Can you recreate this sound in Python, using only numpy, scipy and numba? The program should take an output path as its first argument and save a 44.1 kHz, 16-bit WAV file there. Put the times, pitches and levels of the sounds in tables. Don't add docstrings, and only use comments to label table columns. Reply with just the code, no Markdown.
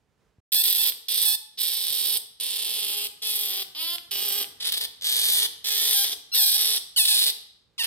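import sys
import numpy as np
from scipy import signal
from scipy.fft import rfft, irfft, next_fast_len
from scipy.io import wavfile
from scipy.ndimage import uniform_filter1d, map_coordinates
from numba import njit

SR = 44100
rng = np.random.default_rng(int(sys.argv[2]) if len(sys.argv) > 2 else 0)


def store_pcm(level_fs):
    pcm = np.round(np.clip(level_fs, -1, 1) * 32767).astype(np.int16)
    wavfile.write(sys.argv[1], SR, np.atleast_2d(pcm).T)


N = 346626


def from_db(db):
    return 10 ** (np.asarray(db) / 20)


def in_time(rows):
    s, *columns = np.transpose(rows)
    return [np.interp(np.arange(N) / SR, s, column) for column in columns]


def during(start, end, fade):
    t = np.arange(N) / SR
    return np.clip(np.minimum(t - start, end - t) / fade + .5, 0, 1)


def at_hz(points, hz):
    return np.interp(np.log(hz + 1), np.log(np.array(points)[:, 0]), np.array(points)[:, 1])


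def drift(rate):
    r = np.exp(-2 * np.pi * rate / SR)
    slow = signal.lfilter([1], [1, -2 * r, r * r], rng.standard_normal(N + SR))[SR:]
    return slow / slow.std()


def clicks(at, sizes):
    taps = np.floor(at)[:, None] + np.arange(-7, 9)
    distance = taps - at[:, None]
    shape = np.sinc(distance) * np.cos(np.pi * distance / 16) ** 2
    places = np.clip(taps, 0, N - 1).astype(int)
    return np.bincount(places.ravel(), (shape * sizes[:, None]).ravel(), N)


@njit
def swept(x, r, twice_cos):
    out = np.zeros(len(x))
    for i in range(2, len(x)):
        out[i] = (1 - r * r) / 2 * (x[i] - x[i - 2]) + r * twice_cos[i] * out[i - 1] - r * r * out[i - 2]
    return out


def resonance(x, hz, width_hz, db):
    r = np.exp(-np.pi * width_hz / SR)
    return from_db(db) * swept(x, r, 2 * np.cos(2 * np.pi * hz / SR) * np.ones(N))


def evened(x, sounding):
    power, share = np.abs(uniform_filter1d([x ** 2, sounding ** 2], size=1764))
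    return x / np.sqrt(power / (share + 1e-6) + 1e-12)


# mouth resonances, each at start and end,
# 18 tongue_db, 19 palate_db, 20 low_dip and 21 high_dip (depth, none to full), 22 palate_hz,
# 23-24 snaps_hz at start and end (before wavering), 25-26 roughness at start and end (none to full),
# 27 fourth (extra weakening of every fourth snap, as a share of the weakening of every other one)
SQUEAL_ROWS = [ (0.52, 0.574, 0.9, 0.0037, 1, -27, -28, -29.5, 7, 7, 6, -26.5, 3600, 3450, 8800, 8900, 12470, 12260, -15, -6, 0.1, 1, 5450, 870, 870, 1, 1, 0),
               (1.083, 1.28, 1.355, .003, -1, -31.5, -29, -31, 1.5, 7, 3, -27, 3500, 3660, 8800, 8830, 12400, 12400, -15.5, -5.5, .03, .01, 5550, 875, 875, 1, 1, 0),
               (1.573, 1.8, 2.176, 0.031, -10.5, -31, -34, -31, 4.5, 3, 6, -26, 3550, 3400, 8600, 8850, 12600, 11760, -15.5, -4.5, 0.29, 0.13, 5440, 900, 870, .9, .95, .3),
               (2.399, 2.855, 3.071, .006, 0, -35, -33.5, -34.5, 3, 3.5, 3, -21.5, 3470, 3060, 8600, 8470, 10900, 11600, -15, -8, .01, .01, 5320, 915, 805, .9, .55, .45),
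               (3.219, 3.382, 3.631, 0.056, -4.5, -31, -34.5, -34, 2.5, 8, 0.5, -20.5, 3460, 3300, 8800, 9300, 11100, 12600, -14, -8.5, .01, 0.94, 5520, 860, 760, .65, .65, .4),
               (3.749, 3.86, 3.96, 0.059, -7.5, -33.5, -33.5, -34, 2, -1, 2, -18, 3120, 3220, 9500, 9400, 11800, 11700, -15.5, -4, .01, .8, 5050, 800, 800, .7, .7, .3),
               (4.109, 4.316, 4.433, .003, 7, -33.5, -35, -33, 2.5, 8, 4.5, -16.5, 3050, 3160, 9000, 8740, 13500, 11760, -11.5, -7, .01, .7, 5700, 790, 810, .7, .5, .4),
               (4.6, 4.776, 4.858, 0.051, -8.5, -29.5, -27.5, -33.5, -2, -2, -2, -26, 3449, 3400, 9900, 9400, 11400, 11350, -11.5, -8.5, 0.41, 0.42, 5250, 870, 890, 1, .85, .2),
               (5.011, 5.364, 5.465, 0.041, -8, -28, -27, -26.5, -2, 5, -2.5, -27, 3468, 3310, 8740, 9480, 11800, 11550, -12, -11.5, 1, 0.084, 5030, 870, 860, .9, .85, .4),
               (5.642, 5.978, 6.138, 0.037, -3.5, -29.5, -26.5, -30.5, 0.5, 6, -1, -24.5, 3550, 3460, 8800, 8850, 12000, 10700, -11.5, -16.5, 0.52, 0.8, 5960, 850, 860, .8, 1, .2),
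               (6.317, 6.408, 6.782, 0.026, -16, -24.5, -25, -28.5, 1.5, 7, 2, -27.5, 3716, 3508, 8420, 8300, 12190, 11100, -14.5, -3, 0.096, 0.21, 5586, 870, 890, 1, 1, 0),
               (6.962, 7.123, 7.304, 0.017, -5.5, -22.5, -24.5, -25.5, 5, 3.5, 0.1, -30, 3450, 3780, 9099, 9040, 10800, 11300, -14.5, -8, .03, 0.65, 5307, 880, 870, 1, 1, 0),
               (7.78, 7.837, 7.884, 0.018, -11, -28, -30, -26, -5, -3, -1, -27.5, 2960, 2997, 9940, 10200, 11760, 11100, -7.5, -9.5, .01, 0.11, 5280, 870, 870, 1, 1, 0),
               ]


def through_squeals(first, last):
    return in_time([point for row in SQUEAL_ROWS for point in ((row[0], row[first]), (row[2], row[last]))])[0]


# start_s, end_s, first_hz and settled_hz (snap rate), settling_s,
# upturn_hz (bend added at the end), weakening of every other snap, rough_start and rough_end (none to full)
CLEAR_STRETCHES = [(0.552, 0.625, 840, 875, .03, 25, .25, .25, .28),
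                   (0.79, 0.82, 865, 900, .02, 0, .25, .28, .3),
                   (1.255, 1.356, 875, 846, .015, 55, .3, .17, .24),
                   (3.25, 3.33, 875, 845, .05, 0, .9, .3, .35),
                   (3.75, 3.98, 293, 365, .13, -12, 0, .05, .05),
                   (5.69, 5.76, 850, 850, .05, 0, .9, .4, .4),
                   (5.945, 6.035, 820, 795, .015, 0, .15, .4, .25),
                   (6.316, 6.342, 1380, 1400, .02, 0, 0, .05, .1),
                   (6.378, 6.575, 940, 803, .022, 55, .2, .1, .45),
                   (6.958, 6.974, 1600, 1300, .02, 0, 0, .05, .05),
                   (6.974, 7.038, 1080, 842, .015, 0, 0, .04, .12),
                   (7.08, 7.15, 875, 810, .06, 0, .2, .45, .4),
                   (7.778, 7.824, 1500, 888, .009, 10, 0, .02, .07)]
UPTURN_S = .02


def folds():
    rate, rough, fourth = through_squeals(23, 24), through_squeals(25, 26), through_squeals(27, 27)
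    weak, t = np.full(N, .9), np.arange(N) / SR
    for start, end, first_hz, settled_hz, settling, upturn_hz, weakening, rough_start, rough_end in CLEAR_STRETCHES:
        inside = (t >= start) & (t < end)
        s = t[inside]
        glide = (first_hz - settled_hz) * np.exp((start - s) / settling)
        upturn = upturn_hz * np.exp((s - end) / UPTURN_S)
        rate[inside] = settled_hz + glide + upturn
        weak[inside] = weakening
        rough[inside] = np.interp(s, (start, end), (rough_start, rough_end))

    waver = .04 * rough * drift(25) + .08 * rough * drift(250)
    cycles = np.cumsum(rate * (1 + rough * waver)) / SR
    count = np.arange(1, int(cycles[-1]))
    at = np.interp(count, cycles, np.arange(N))
    i = at.astype(int)
    luck = rng.uniform(-1, 1, (8000, 4))[:len(at)]
    at = at + 0.1492 * rough[i] * luck[:, 0] * SR / np.maximum(rate[i], 800)

    beat = count + np.cumsum(np.abs(luck[:, 2]) < .06 * rough[i] ** 3)
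    halved = np.minimum(weak[i], 1)
    sizes = from_db(5.0 * np.sqrt(rough[i]) * luck[:, 1])
    sizes = sizes * (1 - halved * (beat % 2)) * (1 - halved * fourth[i] * (beat % 4 == 0))
    snaps = clicks(at, sizes)
    wildness_db = (0.6 + rough[i]) * (2.5 * luck[:, 3] + 1.36 * drift(26)[i])
    sharp = clicks(at, sizes * from_db(wildness_db))

    def breath(x):
        puffs = signal.lfilter([1], [1, -.94], np.abs(x))
        return (.09 + rough) * puffs * rng.standard_normal(N)

    puff = breath(snaps)
    for_chest = snaps + from_db(-18) * puff
    for_mouth = snaps + from_db(-29.5) * puff
    for_treble = sharp + from_db(-12.5) * breath(sharp)
    return for_chest, for_mouth, for_treble, weak


ONSET_TREBLE_DB, ONSET_CHEST_DB = 1.5, -0.4
CHEST_RISE_DB = 6
CLIMAX_LIFT_HZ = 78.6


def effort_rows(start, climax, end, attack, soft_db, held_db, climax_db, end_db,
                treble_held_db, treble_climax_db, treble_end_db, chest_db):
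    soft_db = min(soft_db, 0)
    soft_treble_db = treble_held_db + ONSET_TREBLE_DB * soft_db

    def chest(s):
        return chest_db + CHEST_RISE_DB * (s - start) / (end - start)

    return [(start, held_db + soft_db, soft_treble_db, chest_db + ONSET_CHEST_DB * soft_db, 0),
            (start + attack, held_db, treble_held_db, chest(start + attack), 0),
            (climax, climax_db, treble_climax_db, chest(climax), CLIMAX_LIFT_HZ),
            (end, end_db, treble_end_db, chest(end), 0)]


# middle_s, length_s, depth_db
VOICE_CATCHES = [(.629, .012, -14), (.74, .01, -8), (.777, .01, -8), (4.637, .009, -6), (4.71, .018, -11),
                 (4.733, .008, -7), (4.76, .018, -10), (4.795, .026, -12), (5.018, .006, -14),
                 (5.029, .006, -12), (5.04, .006, -10), (6.095, .05, -5), (6.455, .008, -5),
                 (6.51, .01, -5), (6.575, .01, -8), (7.036, .03, -5), (7.066, .014, -7), (7.252, .012, -6)]
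# time_s, strength_db
LONE_SNAPS = [(0.922, 0.5), (3.647, -10), (3.983, 1), (4.444, 2)]
# pitch_hz, width_hz, level_db (before the darkening of a halved voice)
CHEST_MODES = [(283, 220, -7), (685, 126, 1), (1020, 960, -2)]
TEETH = (14400, 1960, -8)
THROAT = (410, 80, -10)
TONGUE_HZ, HOLLOW_HZ = 1910, 7070


def pup():
    points = [point for row in SQUEAL_ROWS for point in effort_rows(*row[:12])]
    level_db, treble_db, chest_db, lift_hz = in_time(points)
    first_hz = through_squeals(12, 13) + lift_hz
    second_hz, third_hz = through_squeals(14, 15), through_squeals(16, 17)
    tongue_db, palate_db, low_dip, high_dip, palate_hz = (through_squeals(k, k) for k in (18, 19, 20, 21, 22))
    sounding = sum(during(row[0], row[2], 0.0019) for row in SQUEAL_ROWS)
    snaps, source, sharp, weak = folds()
    snaps, source, sharp = snaps * sounding, source * sounding, sharp * sounding

    mouth = resonance(source, first_hz, 554, 0)
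    mouth += resonance(source, first_hz + 500, 2850, -8.5)
    mouth -= resonance(source, palate_hz, 1350, palate_db)
    mouth = signal.sosfilt(signal.butter(2, 2500, "high", fs=SR, output="sos"), mouth)
    mouth += resonance(source, TONGUE_HZ, 374, tongue_db)
    mouth = mouth - np.clip(low_dip, 0, 1) * resonance(mouth, 2680, 330, 0)

    treble = resonance(sharp, third_hz, 1000, 0)
    treble -= resonance(sharp, second_hz, 1020, -0.63)
    treble -= resonance(sharp, *TEETH)
    treble = signal.sosfilt(signal.butter(2, 7000, "high", fs=SR, output="sos"), treble)
    treble = treble - np.clip(high_dip, 0, 1) * resonance(treble, 9650, 1600, 0)

    chest = resonance(snaps, *THROAT)
    for k, mode in enumerate(CHEST_MODES):
        darker = from_db(-5.0 * k * weak)
        chest += resonance(snaps, *mode) * (-1) ** k * darker
    chest = signal.sosfilt(signal.butter(2, 210, "high", fs=SR, output="sos"), chest)

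    for s, length, db in VOICE_CATCHES:
        level_db = level_db + min(db, 0) * during(s - length / 2, s + length / 2, .003)
    effort = from_db(level_db)
    lone = clicks(np.array(LONE_SNAPS)[:, 0] * SR, from_db(np.array(LONE_SNAPS)[:, 1]))
    chest = effort * from_db(chest_db) * evened(chest, sounding)
    mouth = effort * evened(mouth, sounding) + resonance(lone, first_hz, 700, 0)
    treble = effort * from_db(treble_db) * evened(treble, sounding)

    def hollow(x):
        return x - 0.8 * resonance(x, HOLLOW_HZ, 840, 0)

    return chest, hollow(mouth), hollow(treble)


# time_s, turn (higher is further left; scaled to dB for mouth and treble below),
# lead (samples by which the left port hears first)
HEAD_TURNS = [(0.5, 1, 3.5), (1.3, -3, 2.54), (2.7, 0.5, 2.58), (3.2, 6.5, 4.2), (3.88, 2.5, 2.94),
              (4.35, 1.5, 2.5), (4.75, 11, 6.18), (5.3, 7.5, 6.82), (5.65, 1, 4.1), (5.99, 8.5, 3.37),
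              (6.6, 3.5, 3.6), (7.2, 4, 5.58), (7.86, 1, 5.44)]
TOWEL_DB, TOWEL_S = -11, .009


def microphones(chest, mouth, treble):
    turn, lead = in_time(HEAD_TURNS)
    out = np.zeros((2, N))
    for side, sign in enumerate((1, -1)):
        direct = chest * from_db(0.46 * sign)
        direct += mouth * from_db(sign * (0.04 * turn - 1.1) + 2.5)
        direct += treble * from_db(sign * (0.94 * turn - 5.0) - 2.5)
        out[side] = map_coordinates(direct, [np.arange(N) + sign * lead / 2], order=3, mode="nearest")
        for share in (np.arange(10) + rng.random(10)) / 10:
            lag = 20 + round(share * TOWEL_S * SR)
            turns = rng.uniform(.3, 1.2) * np.arange(N - lag) / SR + rng.random()
            squirm = np.cos(2 * np.pi * turns)
            out[side, lag:] += from_db(TOWEL_DB - 0.9 * share) * squirm * (mouth + treble)[:-lag]
    out[0] -= resonance(out[0], 16000, 2900, -1)
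    return out


# pitch_hz, time_s
WALL_DECAY = [(300, 0.47), (2000, 0.62), (5500, 0.56), (14600, 0.3)]
WALLS_DB = -21


def walls(x):
    size = next_fast_len(N + SR)
    hz = np.arange(size // 2 + 1) * SR / size
    spectrum = rfft(x, size)
    decay_s = at_hz(WALL_DECAY, hz)
    out = np.zeros((2, size // 2 + 1), complex)
    for k, lag in enumerate(rng.uniform(0.0073, .04, 24)):
        loop = from_db(-60 * lag / decay_s) * np.exp(-2j * np.pi * hz * lag)
        out[k % 2] += loop / (1 - loop) * (-1) ** (k // 2)
    out += (1.22 * out.mean(axis=0) - out) / (1 + (hz / 380) ** 2)
    return from_db(WALLS_DB) * irfft(out * spectrum, size)[:, :N]


# pitch_hz, level_db (per Hz; only the shape counts)
AIR_COLOUR = [(12, -51), (20, -36.5), (53, -9), (107, -10.5), (193, -12.5), (234, -15.5), (319, -19),
              (446, -15), (527, -21), (1530, -26.5), (7310, -37.5), (16000, -49)]
# time_s, level_db
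AIR_LEVEL = [(0.0, -70.5), (1.51, -76.5), (1.92, -68), (2.17, -75.5), (4.79, -65.5), (7.86, -74)]
# time_s, strength_db (of the click that sets off the thump)
NUDGES = [(0.384, -3), (1.907, -8), (6.997, -5.5)]


def room_tone():
    colour = from_db(at_hz(AIR_COLOUR, np.arange(N // 2 + 1) * SR / N))
    mid, side = irfft(rfft(rng.standard_normal((2, N))) * colour, N)
    air = (mid + 0.47 * side * [[1], [-1]]) / mid.std()
    air = air * from_db([[-2.0], [2.0]])
    air = air * from_db(in_time(AIR_LEVEL)[0] + 1.5 * drift(4.7))
    nudges = clicks(np.array(NUDGES)[:, 0] * SR, from_db(np.array(NUDGES)[:, 1]))
    return air + resonance(resonance(nudges, 70, 80, 0), 70, 120, 0)


def scene():
    chest, mouth, treble = pup()
    return microphones(chest, mouth, treble) + walls(1.9 * chest + mouth + treble) + room_tone()


SILENCE = (.403, .52)  # start_s, end_s
CUTOFF_HZ = 16800


def record(dry):
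    rounded = .95 * np.tanh(dry / .95)
    kept = rounded * (1 - during(*SILENCE, .002))
    return signal.sosfilt(signal.cheby2(16, 85, CUTOFF_HZ, fs=SR, output="sos"), kept)


dry = scene()
out = record(dry)
store_pcm(out)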